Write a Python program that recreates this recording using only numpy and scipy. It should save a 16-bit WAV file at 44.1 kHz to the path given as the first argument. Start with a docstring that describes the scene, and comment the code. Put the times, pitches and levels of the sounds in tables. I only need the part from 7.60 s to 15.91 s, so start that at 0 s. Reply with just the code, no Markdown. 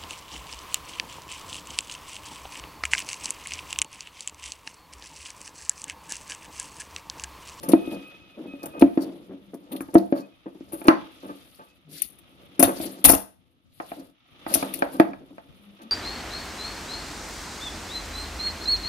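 """Scissors on a wooden table

A small room, two microphone ports a little apart, the left one brighter; loud knocks overload.
Large scissors snip through cotton on a hollow wooden table; the cloth is flicked and laid out again.
Each closing tears threads in bright bursts of clicks and ends in a knock that rings the modes of the table top.
Hands and steel rub the wood in small slips; cloth rustles in fine grains. A faint whine, a dull hiss,
a low rumble and a few hums lie behind."""
import sys
import numpy as np
from scipy import signal
from scipy.fft import rfft, irfft, next_fast_len
from scipy.io import wavfile
from scipy.ndimage import uniform_filter1d

SR = 44100
rng = np.random.default_rng(int(sys.argv[2]) if len(sys.argv) > 2 else 0)


def put_to_file(sound):
    """Save the sound as 16-bit audio at rate SR, in the file named by the first command-line argument."""
    columns = np.atleast_2d(sound).T  # one column per channel
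    safe = np.clip(columns, -1, 1)
    whole_steps = np.round(safe * 32767)
    wavfile.write(sys.argv[1], SR, whole_steps.astype(np.int16))


N = 366471
SECONDS = np.arange(N) / SR


def from_db(db):
    """Decibels to gain."""
    return 10 ** (np.asarray(db) / 20)


def rms_one(x):
    """Scaled to unit rms."""
    return x / np.sqrt(np.mean(x ** 2) + 1e-20)


def in_time(rows):
    """Columns of a curve, drawn as straight lines through every sample."""
    seconds, *columns = np.transpose(rows)
    return [np.interp(SECONDS, seconds, column) for column in columns]


def response(points):
    """Gains of a (pitch_hz, level_db) table on the FFT grid."""
    hz, db = np.transpose(points)
    size = next_fast_len(N)
    grid_hz = np.arange(size // 2 + 1) * SR / size
    return from_db(np.interp(np.log(grid_hz + 1), np.log(hz), db))


def shaped(x, gains):
    """Filtered by gains on the FFT grid."""
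    size = next_fast_len(N)
    return irfft(rfft(x, size) * gains, size)[..., :N]


def band(x, low_hz, high_hz):
    """Causal band-pass."""
    return signal.sosfilt(signal.butter(3, [low_hz, high_hz], "band", fs=SR, output="sos"), x)


def drift(rate_hz):
    """Slow random wander with spread 1, drawn every 40 samples and joined by lines."""
    step = 40
    r = np.exp(-2 * np.pi * rate_hz * step / SR)
    noise = rng.standard_normal(N // step + 2002)
    slow = signal.lfilter([1], [1, -2 * r, r * r], noise)[2000:]   # drop the run-in
    return np.interp(np.arange(N) / step, np.arange(len(slow)), rms_one(slow))


def grains(per_s, spread_db):
    """Random clicks of uneven size, other ones in each port; rms 1."""
    sizes = from_db(spread_db * np.minimum(rng.exponential(1, (2, N)), 5))
    signs = rng.choice([-1, 1], (2, N))
    return rms_one(sizes * signs * (rng.random((2, N)) < per_s / SR))


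def decay_per_sample(t60_s):
    """Factor per sample that loses 60 dB in t60_s."""
    return from_db(-60 / (t60_s * SR))


def ring(force, hz, t60_s):
    """A resonance: a unit click sets a dying sine of height about 1 ringing."""
    r, w = decay_per_sample(t60_s), 2 * np.pi * hz / SR
    return signal.lfilter([0, np.sin(w)], [1, -2 * r * np.cos(w), r * r], force + 1e-18)


def arch(start_s, length_s):
    """A smooth swell and fall."""
    return np.sin(np.pi * np.clip((SECONDS - start_s) / length_s, 0, 1)) ** 1.5


def at_ports(x, lag_s):
    """One sound at both ports; the right port hears it late."""
    late = np.interp(np.arange(N) - lag_s * SR, np.arange(N), x)
    return np.array([x, late])


PORT_LAG_S, UPPER_LAG_S = 0.000061, 0.00039   # upper modes travel slower across the top

# blades and hands sliding on the wood: start_s, level_db, upper_db (extra for the topmost modes),
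# length_s (time scale of the swell and fall)
SLIDES = [(0.025, -35, 16, 0.037), (0.081, -11, -12, 0.026), (0.312, -21, -15, 0.04),
          (0.763, -27.5, -21, 0.06), (0.844, -30.5, -43, 0.02), (1.02, -33.5, 11.5, 0.044),
          (1.132, -31.5, 7, 0.067), (1.203, -11, -8, 0.021), (1.383, -24.5, -26, 0.11),
          (1.689, -26.5, -21, 0.043), (1.933, -20, -33, 0.017), (2.107, -25, -1, 0.041),
          (2.284, -33.5, 9, 0.01), (2.335, -11.5, -17, 0.028), (2.549, -25.5, 5, 0.043),
          (2.856, -26, -3, 0.023), (2.945, -35.5, -31, 0.021), (3.118, -34.5, 15, 0.026),
          (3.242, -21, 6, 0.065), (3.621, -33, 4.5, 0.059), (3.686, -34, 14, 0.021),
          (3.987, -44.5, 19.5, 0.034), (4.263, -45, -37, 0.12), (5.074, -12, 7, 0.022),
          (5.22, -21.5, -14, 0.037), (5.44, -17, 14, 0.015), (6.36, -33.5, -1, 0.059),
          (6.888, -27.5, 10, 0.062), (7.313, -31.5, 4, 0.099), (7.481, -26, -23, 0.023),
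          (7.603, -35, -26, 0.027), (7.7, -37, -44, 0.029), (8.187, -47, 16.5, 0.059)]


def sliding(rub_db, height):
    """Rubbing force in time on a mode of this height, 0 lowest to 1 topmost: steady rubbing plus short scuffs."""
    force = from_db(rub_db + 1.4 * height)
    for start_s, level_db, upper_db, length_s in SLIDES:
        start = round(start_s * SR)
        t = np.arange(min(int(4 * length_s * SR), N - start)) / SR / length_s   # in lengths
        swell = (1 - np.exp(-t / 0.47)) * np.exp(-1.5 * t)
        force[start:][:len(t)] += from_db(level_db + 2.0 + upper_db * height) * swell
    return force


# blows on the table, levels relative: start_s, level_db, crack_db (against the level),
# lower_share (of the lower main mode, 0-1), spot_octaves (above 500 Hz, the upper modes favoured by the spot struck)
BLOWS = [(0.134, 0.5, -41.5, 0.36, 0.43), (0.275, -20.5, -48, 0.44, 0.18), (0.785, -31.5, -46, 0.66, 0.16),
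         (0.936, -25.5, -43, 0.78, 0.16), (1.038, -30, -30, 0.5, .2), (1.062, -33.5, -24, 0.3, 3.3),
         (1.222, 5, -44.5, 0.64, 0.55), (1.374, -7.5, -37.5, 0.52, 0.32), (2.129, -29, -35.5, 0.84, 0.075),
         (2.206, -21, -33, 0.6, 1.2), (2.353, 0.5, -39.5, 0.21, 0.4), (2.365, -11.5, -47.5, 0.06, .4),
         (2.524, -8.5, -36.5, 0.62, 0.21), (3.007, -28.5, -42.5, 0.57, 0.8), (3.133, -24.5, -40, 0.3, 0.12),
         (3.216, -37, -19, 0.1, 0.64), (3.283, 1, -26, 0.31, 1.2), (3.296, -17, -36, 0.8, 1.4),
         (4.993, -10.5, -29.5, 0.47, 0.6), (5.004, -10, -34, 0.8, 0.3), (5.027, -5, -23, 0.7, 2.06),
         (5.2, -26, -28.5, 0.15, 0.43), (5.45, -17.5, -12, 0.67, 0.5), (5.487, -23.5, -9.5, 0.9, 2.1),
         (5.497, -10.5, -21.5, 0.6, 0.57), (5.533, -12.5, -26, 0.63, 0.32), (6.2, -36, -9, 0.1, 0.43),
         (6.317, -35, -18, 0.5, .35), (6.864, -30.5, -12, 0.15, 0.71), (6.954, -18, -24.5, 0.76, 0.53),
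         (7.026, -20, -18, 0.98, 0.59), (7.222, -18.5, -13.5, 0.65, 0.17), (7.3984, -4.5, -22.5, 0, 0.72),
         (7.533, -49.5, -4.5, 0.1, 3.2), (7.781, -49, -6.5, 0.52, 0.74)]
# modes of the table top, levels relative: pitch_hz, struck_db, t60_s (when struck), rubbed_db;
# the second and third carry the knock
TOP_MODES = [(197, -28, 0.39, -30.5), (281.6, -8, 0.15, -25), (323, 1.5, 0.066, -20),
             (426, -16, 0.019, -29), (491, -29.5, 0.083, -31), (567, -25.5, 0.14, -31),
             (637, -27.5, 0.17, -40), (688, -16.5, 0.063, -33.5), (871, -29.5, 0.084, -37),
             (1190, -33, 0.07, -34), (1535, -36, 0.05, -39.5), (2380, -31.5, 0.014, -44)]
CONTACT_S = 0.0014   # length of the soft push of a blow
CLACK_HZ = 1400   # modes from here up answer to the hard steel edge of a blow
THUD_DB = -77   # the whole table gives under a blow, the more the duller it is: against level over crack
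SPOT_DB, SPOT_OCTAVES = 7.5, 0.18   # how much, and how widely, the spot favours its modes


def favoured(hz):
    """Each blow's gain in dB for upper modes of this pitch, highest near those its spot favours."""
    distance = np.log2(hz / 500) - np.transpose(BLOWS)[4]
    return SPOT_DB * (np.exp(-(distance / SPOT_OCTAVES) ** 2) - .5)


def table_top(rub_db):
    """Knocks and a scatter of small slips drive the same modes; blows with more crack reach the upper ones."""
    start_s, level_db, crack_db, lower, _ = np.transpose(BLOWS)
    at = np.round(start_s * SR).astype(int)
    lower = np.clip(lower, .02, .98)
    slips = grains(450, 1.1)
    contact = np.hanning(int(CONTACT_S * SR) + 3)
    contact /= contact.sum()
    modes = np.zeros((2, N))   # main and upper
    for k, (hz, struck_db, t60_s, rubbed_db) in enumerate(TOP_MODES):
        height = np.clip(np.log2(hz / 400) / 1.2, 0, 1)
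        if k == 1:
            share = lower
        elif k == 2:
            share = 1 - lower
        else:
            share = from_db(favoured(hz) + 5.8 * rng.standard_normal(len(at)))
        blows = np.zeros(N)
        blows[at] = share * from_db(level_db + struck_db + (crack_db + 39) * height + 6)
        pushed = np.convolve(blows, contact)[:N] if hz < CLACK_HZ else blows
        rubbed = from_db(rubbed_db) * slips[k % 2] * sliding(rub_db, height)
        knock = ring(pushed, hz, t60_s)
        rub = ring(rubbed, hz, 0.47 * t60_s)   # a hand on the wood damps it
        modes[int(hz > 450)] += knock + rub
    main, upper = band(modes, 220, 4100)
    thuds = np.zeros(N)
    thuds[at] = from_db(level_db - crack_db + THUD_DB)
    main = main + ring(thuds, 57, 0.09) + ring(thuds, 110, 0.093)
    return at_ports(main, PORT_LAG_S) + at_ports(upper, UPPER_LAG_S)


# colour of the hiss: pitch_hz, level_db (per Hz, relative)
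HISS_COLOUR = [(400, -24.5), (700, -5.5), (1030, -11), (1260, -2), (1550, -12.5), (2500, -5.5), (3600, -4),
               (4300, -16), (6200, -23.5), (8500, -47)]
# colour of the rumble: pitch_hz, level_db (per Hz, relative)
RUMBLE_COLOUR = [(25, -25.5), (60, -6.5), (177, -5), (221, -18), (250, -3.5), (320, -34), (400, -60)]


def background(hiss_db, rumble_db):
    """Dull shaped noise that comes and goes, over a lumpy low rumble of noise."""
    hiss = rms_one(shaped(rng.standard_normal((2, N)), response(HISS_COLOUR)))
    rumble = rms_one(shaped(rng.standard_normal((2, N)), response(RUMBLE_COLOUR)))
    hiss_level = from_db(hiss_db + 1.8 * drift(45))
    rumble_level = from_db(rumble_db + 4 * drift(10))
    return hiss_level * hiss + rumble_level * rumble


# colour of cloth fibres and parting threads: pitch_hz, level_db (per Hz, relative)
CLOTH_COLOUR = [(900, -39), (1500, -8.5), (2600, -3.5), (4600, 1.5), (6500, -5.5), (8600, -13.5),
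                (9200, -5), (10500, -1), (12500, -5), (14600, -6), (16000, -25)]
# long strokes, blades opening or cloth sweeping: start_s, level_db, length_s, squeak_db (steel against the level)
SWEEPS = [(0.301, -50.5, 0.061, -16), (1.397, -48.5, 0.061, -5), (2.541, -55, 0.091, -5),
          (3.355, -62.5, 0.89, -36), (4.283, -43.5, 0.18, -36.5), (5.151, -59.5, 0.063, 3.5),
          (5.039, -51, 0.42, -30), (5.189, -42.5, 0.099, -30.5), (6.084, -57, 0.46, -28.5),
          (6.861, -36, 0.2, -55.5), (7.318, -50.5, 0.063, -23)]
# resonances of the blades: pitch_hz, width_hz, level_db (relative)
BLADE_BANDS = [(4566, 260, 3), (5440, 370, -6), (9800, 300, -8.5), (13700, 360, -1.5)]


def rustle(rustle_db):
    """Cloth on cloth: dense fine grains that flicker octave by octave; in some strokes steel rubs steel and squeaks."""
    sweep, squeak = from_db(rustle_db), np.zeros(N)
    for start_s, level_db, length_s, squeak_db in SWEEPS:
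        stroke = arch(start_s, length_s)
        sweep = sweep + from_db(level_db) * stroke
        squeak += from_db(level_db + squeak_db) * stroke
    slips = grains(3800, 2.9)
    steel = np.zeros((2, N))
    for hz, width_hz, level_db in BLADE_BANDS:
        blade = rms_one(band(slips, hz - width_hz / 2, hz + width_hz / 2))
        steel += from_db(level_db + 4.0 * drift(41)) * blade
    fibres = shaped(grains(6000, 3), response(CLOTH_COLOUR))
    flickering = sum(from_db(3.0 * drift(30)) * band(fibres, hz, 2 * hz) for hz in (1000, 2000, 4000, 8000))
    return sweep * rms_one(flickering) + squeak * steel


# threads parting and cloth snapping taut, levels relative: start_s, level_db,
# middle_db (2-8.5 kHz part against the bright one), t60_s
THREAD_SNAPS = [(0.0304, -22, -6, 0.089), (0.0873, -14, -7.5, 0.056), (0.118, -19, 0, 0.065),
                (1.03, -30, -25, 0.071), (1.057, -17.5, -7, 0.032), (1.1948, -20.5, -5.5, 0.065),
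                (1.2109, -28.5, 2, 0.081), (1.941, -36, -8, 0.059), (2.117, -28.5, -1, 0.12),
                (2.161, -36, 2, 0.086), (2.2066, -31.5, -12, 0.063), (2.34, -24.5, -6.5, 0.1),
                (2.379, -30.5, 4, 0.069), (3.122, -32.5, -4, 0.33), (3.241, -31.5, -1.5, 0.078),
                (3.27, -27, -7.5, 0.14), (3.2825, -15.5, 15.5, 0.012), (3.945, -34.5, 1, 0.031),
                (4.4191, -4.5, -7, 0.026), (4.43, -35.5, 5.5, 0.12), (4.586, -29.5, -5, 0.025),
                (4.9945, -4, -6.5, 0.073), (5.0258, 0, -9.5, 0.065), (5.04, -11.5, 4.5, 0.082),
                (5.4417, 0.5, -4, 0.24), (5.489, -7.5, -9, 0.11), (5.498, -2.5, -14, 0.12),
                (5.537, -14.5, -6, 0.091), (6.9391, -0.5, -7, 0.075), (7.138, -15, -3, 0.092),
                (7.189, -26.5, -3, 0.044), (7.3974, -24.5, -10.5, 0.044), (8.216, -49, 4, 0.13)]
SNAP_SWELL_S = 0.0009
FIRST_THREAD_DB = 12   # the thread that opens a snap, against the rms of all clicks, before colouring
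PUFF_DB = 3.5   # air from a snap; grows faster than the snap


def snaps():
    """Bursts of thread clicks, their colour shifting, swell and die: a bright part, a duller one and a puff of air."""
    top, middle = np.zeros((2, N))
    for start_s, level_db, middle_db, t60_s in THREAD_SNAPS:
        start = round(start_s * SR)
        t = np.arange(min(int(t60_s * SR), N - start)) / SR
        swell = 1 - np.exp(-(t / SNAP_SWELL_S) ** 2)
        burst = from_db(level_db - 13.5 - 60 * t / t60_s) * swell
        top[start:][:len(t)] += burst
        middle[start:][:len(t)] += burst * from_db(middle_db)
    clicks = grains(7000, 2.7)
    first = ((np.transpose(THREAD_SNAPS)[0] + SNAP_SWELL_S) * SR).astype(int)
    clicks[:, first] = from_db(FIRST_THREAD_DB)
    threads = shaped(clicks, response(CLOTH_COLOUR)) * from_db(3.0 * drift(90))
    bands_hz = 1800 * 1.5 ** np.arange(6)
    threads = sum(from_db(3.5 * drift(35)) * band(threads, hz, 1.5 * hz) for hz in bands_hz)
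    bright = top * rms_one(band(threads, 5200, 22000))
    dull = middle * rms_one(band(threads, 2000, 8500))
    air = rms_one(band(rng.standard_normal((2, N)), 40, 230))
    push = np.abs(uniform_filter1d(np.minimum(top, middle), size=1500, origin=700))   # smoothed and late
    return bright + dull + from_db(PUFF_DB) * push ** 1.48 * air


# crowded upper modes of the wood, dying as noise: low_hz, high_hz, level_db (relative), t60_s (held to 0.2 at most)
WOOD_BANDS = [(445.5, 860, 8, 0.25), (800, 1710, 6, 0.2), (1400, 2800, -2.5, 0.12), (2860, 5000, -11, 0.1)]


def wood_tail():
    """A blow also leaves noise that dies band by band, mostly opposite in the two ports."""
    start_s, blow_db, crack_db = np.transpose(BLOWS)[:3]
    at = np.round(start_s * SR).astype(int)
    out = np.zeros((2, N))
    for low_hz, high_hz, level_db, t60_s in WOOD_BANDS:
        hits = np.full(N, 1e-18)
        hits[at] += from_db(blow_db + crack_db + favoured(np.sqrt(low_hz * high_hz)))
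        crack = signal.lfilter([1], [1, -decay_per_sample(0.019)], hits)
        tail = signal.lfilter([1], [1, -decay_per_sample(min(t60_s, .2))], hits)
        noise = rng.standard_normal((2, N)) / np.sqrt(2 * (high_hz - low_hz) / SR)   # about rms 1 in the band
        mid, side = band((crack + 0.27 * tail) * noise, low_hz, high_hz)
        out += from_db(level_db) * (mid + 1.54 * side * [[1], [-1]])
    return out


# stretches in which the whine sounds: start_s, end_s, level_db (at the start)
WHINE_STRETCHES = [(0.137, 0.591, -47.5), (0.583, 0.79, -54.5), (0.861, 0.98, -48), (0.97, 1.08, -47.5),
                   (1.1, 1.26, -49), (1.235, 1.422, -67), (2.614, 2.667, -48.5), (2.705, 2.769, -57),
                   (4.04, 4.17, -65.5)]
# its wandering pitch: time_s, pitch_hz
WHINE_CURVE = [(0.14, 2502), (0.21, 2525), (0.4, 2505), (0.63, 2540), (0.79, 2503), (0.87, 2545),
               (0.96, 2514), (1.22, 2511), (1.42, 2460), (2.64, 2517), (2.77, 2495), (4.1, 2580)]
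WHINE_HALF_DB = -13.5   # the tone an octave down
WHINE_EDGE_S, WHINE_FADE_DB = 0.038, 2   # rise and fall; loss over a stretch


def whine():
    """A thin sine with a weaker one an octave down; the pitch wanders and each stretch fades."""
    hz, = in_time(WHINE_CURVE)
    phase = 2 * np.pi * np.cumsum(hz) / SR + .35 * drift(12)
    level = np.zeros(N)
    for start_s, end_s, level_db in WHINE_STRETCHES:
        progress = np.clip((SECONDS - start_s) / (end_s - start_s), 0, 1)
        edges = np.clip(np.minimum(SECONDS - start_s, end_s - SECONDS) / WHINE_EDGE_S, 0, 1)
        level += from_db(level_db - WHINE_FADE_DB * progress) * edges
    tone = np.sin(phase) + from_db(WHINE_HALF_DB) * np.sin(phase / 2)
    return level * tone * from_db(2.2 * drift(15))


# a low hum swells now and then: start_s, end_s, pitch_hz, level_db
HUM_SWELLS = [(1.548, 2.073, 191.2, -54), (4.245, 4.4, 154, -52.5), (7.981, 8.205, 196.6, -49.5),
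              (8.211, 8.407, 224.5, -48)]


def hums():
    """Each hum is noise in a narrow band."""
    air = rng.standard_normal(N)
    out = np.zeros(N)
    for start_s, end_s, hz, level_db in HUM_SWELLS:
        hum = rms_one(band(air, .95 * hz, 1.05 * hz))
        out += from_db(level_db) * np.sqrt(arch(start_s, end_s - start_s)) * hum
    return out


BOUNCE_DB = -10.5   # each echo


def bounces(x):
    """Hands, cloth and table top send a few echoes within milliseconds, other ones to each port."""
    out = x.copy()
    for port, lags in enumerate((rng.uniform(.0008, 0.0064, (2, 5)) * SR).astype(int)):
        for k, lag in enumerate(lags):
            out[port, lag:] += from_db(BOUNCE_DB) * (-1) ** k * x[port, :-lag]
    return out


ROOM_T60_S, WALL_CUT_HZ, ROOM_DB = 0.35, 22000, -22   # low-pitch decay, wall damping corner, send level


def room(x):
    """Reverberation from eight feedback delays a side, duller on every round."""
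    size = next_fast_len(N + SR)
    w = 2 * np.pi * np.arange(size // 2 + 1) / size
    dull = 1 / (1 + 1j * w * SR / (2 * np.pi * WALL_CUT_HZ))
    echo = np.zeros((2, len(w)), complex)
    for k, lag in enumerate((rng.uniform(0.0098, 0.035, 16) * SR).astype(int)):
        loop = from_db(-60 * lag / SR / ROOM_T60_S) * dull * np.exp(-1j * w * lag)
        echo[k % 2] += loop / (1 - loop) * (-1) ** (k // 2)
    return irfft(rfft(x, size) * echo, size)[:, :N]


# hands and blades on the table, and the hiss of the room: time_s, rubbing_db (relative), hiss_db
HANDS_AND_HISS = [(0.0, -47, -59), (0.28, -44.5, -49), (0.64, -61.5, -57.5), (1.34, -48, -59),
                  (1.8, -61.5, -65), (2.41, -48, -67.5), (2.8, -67.5, -64.5), (3.2, -45.5, -63.5),
                  (3.33, -55, -49.5), (4.2, -69, -67), (5.0, -55.5, -57), (5.17, -36.5, -49),
                  (5.48, -55.5, -61), (5.74, -73, -74), (6.14, -70, -75), (6.32, -56, -55),
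                  (6.5, -87.5, -70), (7.03, -36, -44), (7.38, -45.5, -59), (7.6, -59.5, -65),
                  (8.31, -61.5, -57.5)]
CALM_DB = -52.5   # rubbing level at which the rustle and rumble levels below hold
RUSTLE_DB, RUSTLE_FOLLOWS = -65.5, 0.91   # the cloth stirs with the hands: level, share of their swing
RUMBLE_DB, RUMBLE_FOLLOWS = -61.5, 0.3   # the rumble rises and falls in step with the rubbing: level, share of its swing


def scene():
    """Table modes, whine and hum are shared by the ports; cloth sounds differ between them."""
    rub_db, hiss_db = in_time(HANDS_AND_HISS)
    swing_db = rub_db - CALM_DB
    bursts = from_db(4.0) * bounces(wood_tail() + snaps())
    cloth = rustle(RUSTLE_DB + RUSTLE_FOLLOWS * swing_db)
    wood = table_top(rub_db + 2.0 * drift(5.4))
    near = wood + at_ports(whine(), PORT_LAG_S) + bursts + cloth
    behind = background(hiss_db, RUMBLE_DB + RUMBLE_FOLLOWS * swing_db) + hums()
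    return near + from_db(ROOM_DB) * room(near) + behind


# colour of the left port against the right: pitch_hz, difference_db
PORT_COLOUR = [(60, 8), (300, 2.5), (700, -1.5), (1300, 1), (2400, -1), (4500, 0), (7000, 7), (9500, 15),
               (15000, 9)]
CUTOFF_HZ = 16500   # from here up the filter takes off 95 dB


def record(dry):
    """The ports differ in colour, peaks flatten softly just below full scale, the top is cut."""
    half = np.sqrt(response(PORT_COLOUR))   # half the difference in dB on each port
    heard = shaped(dry, np.array([half, 1 / half]))
    flattened = .94 * heard / (1 + np.abs(heard) ** 6) ** (1 / 6)
    return signal.sosfilt(signal.cheby2(14, 95, CUTOFF_HZ, fs=SR, output="sos"), flattened)


dry = scene()
out = record(dry)
put_to_file(out)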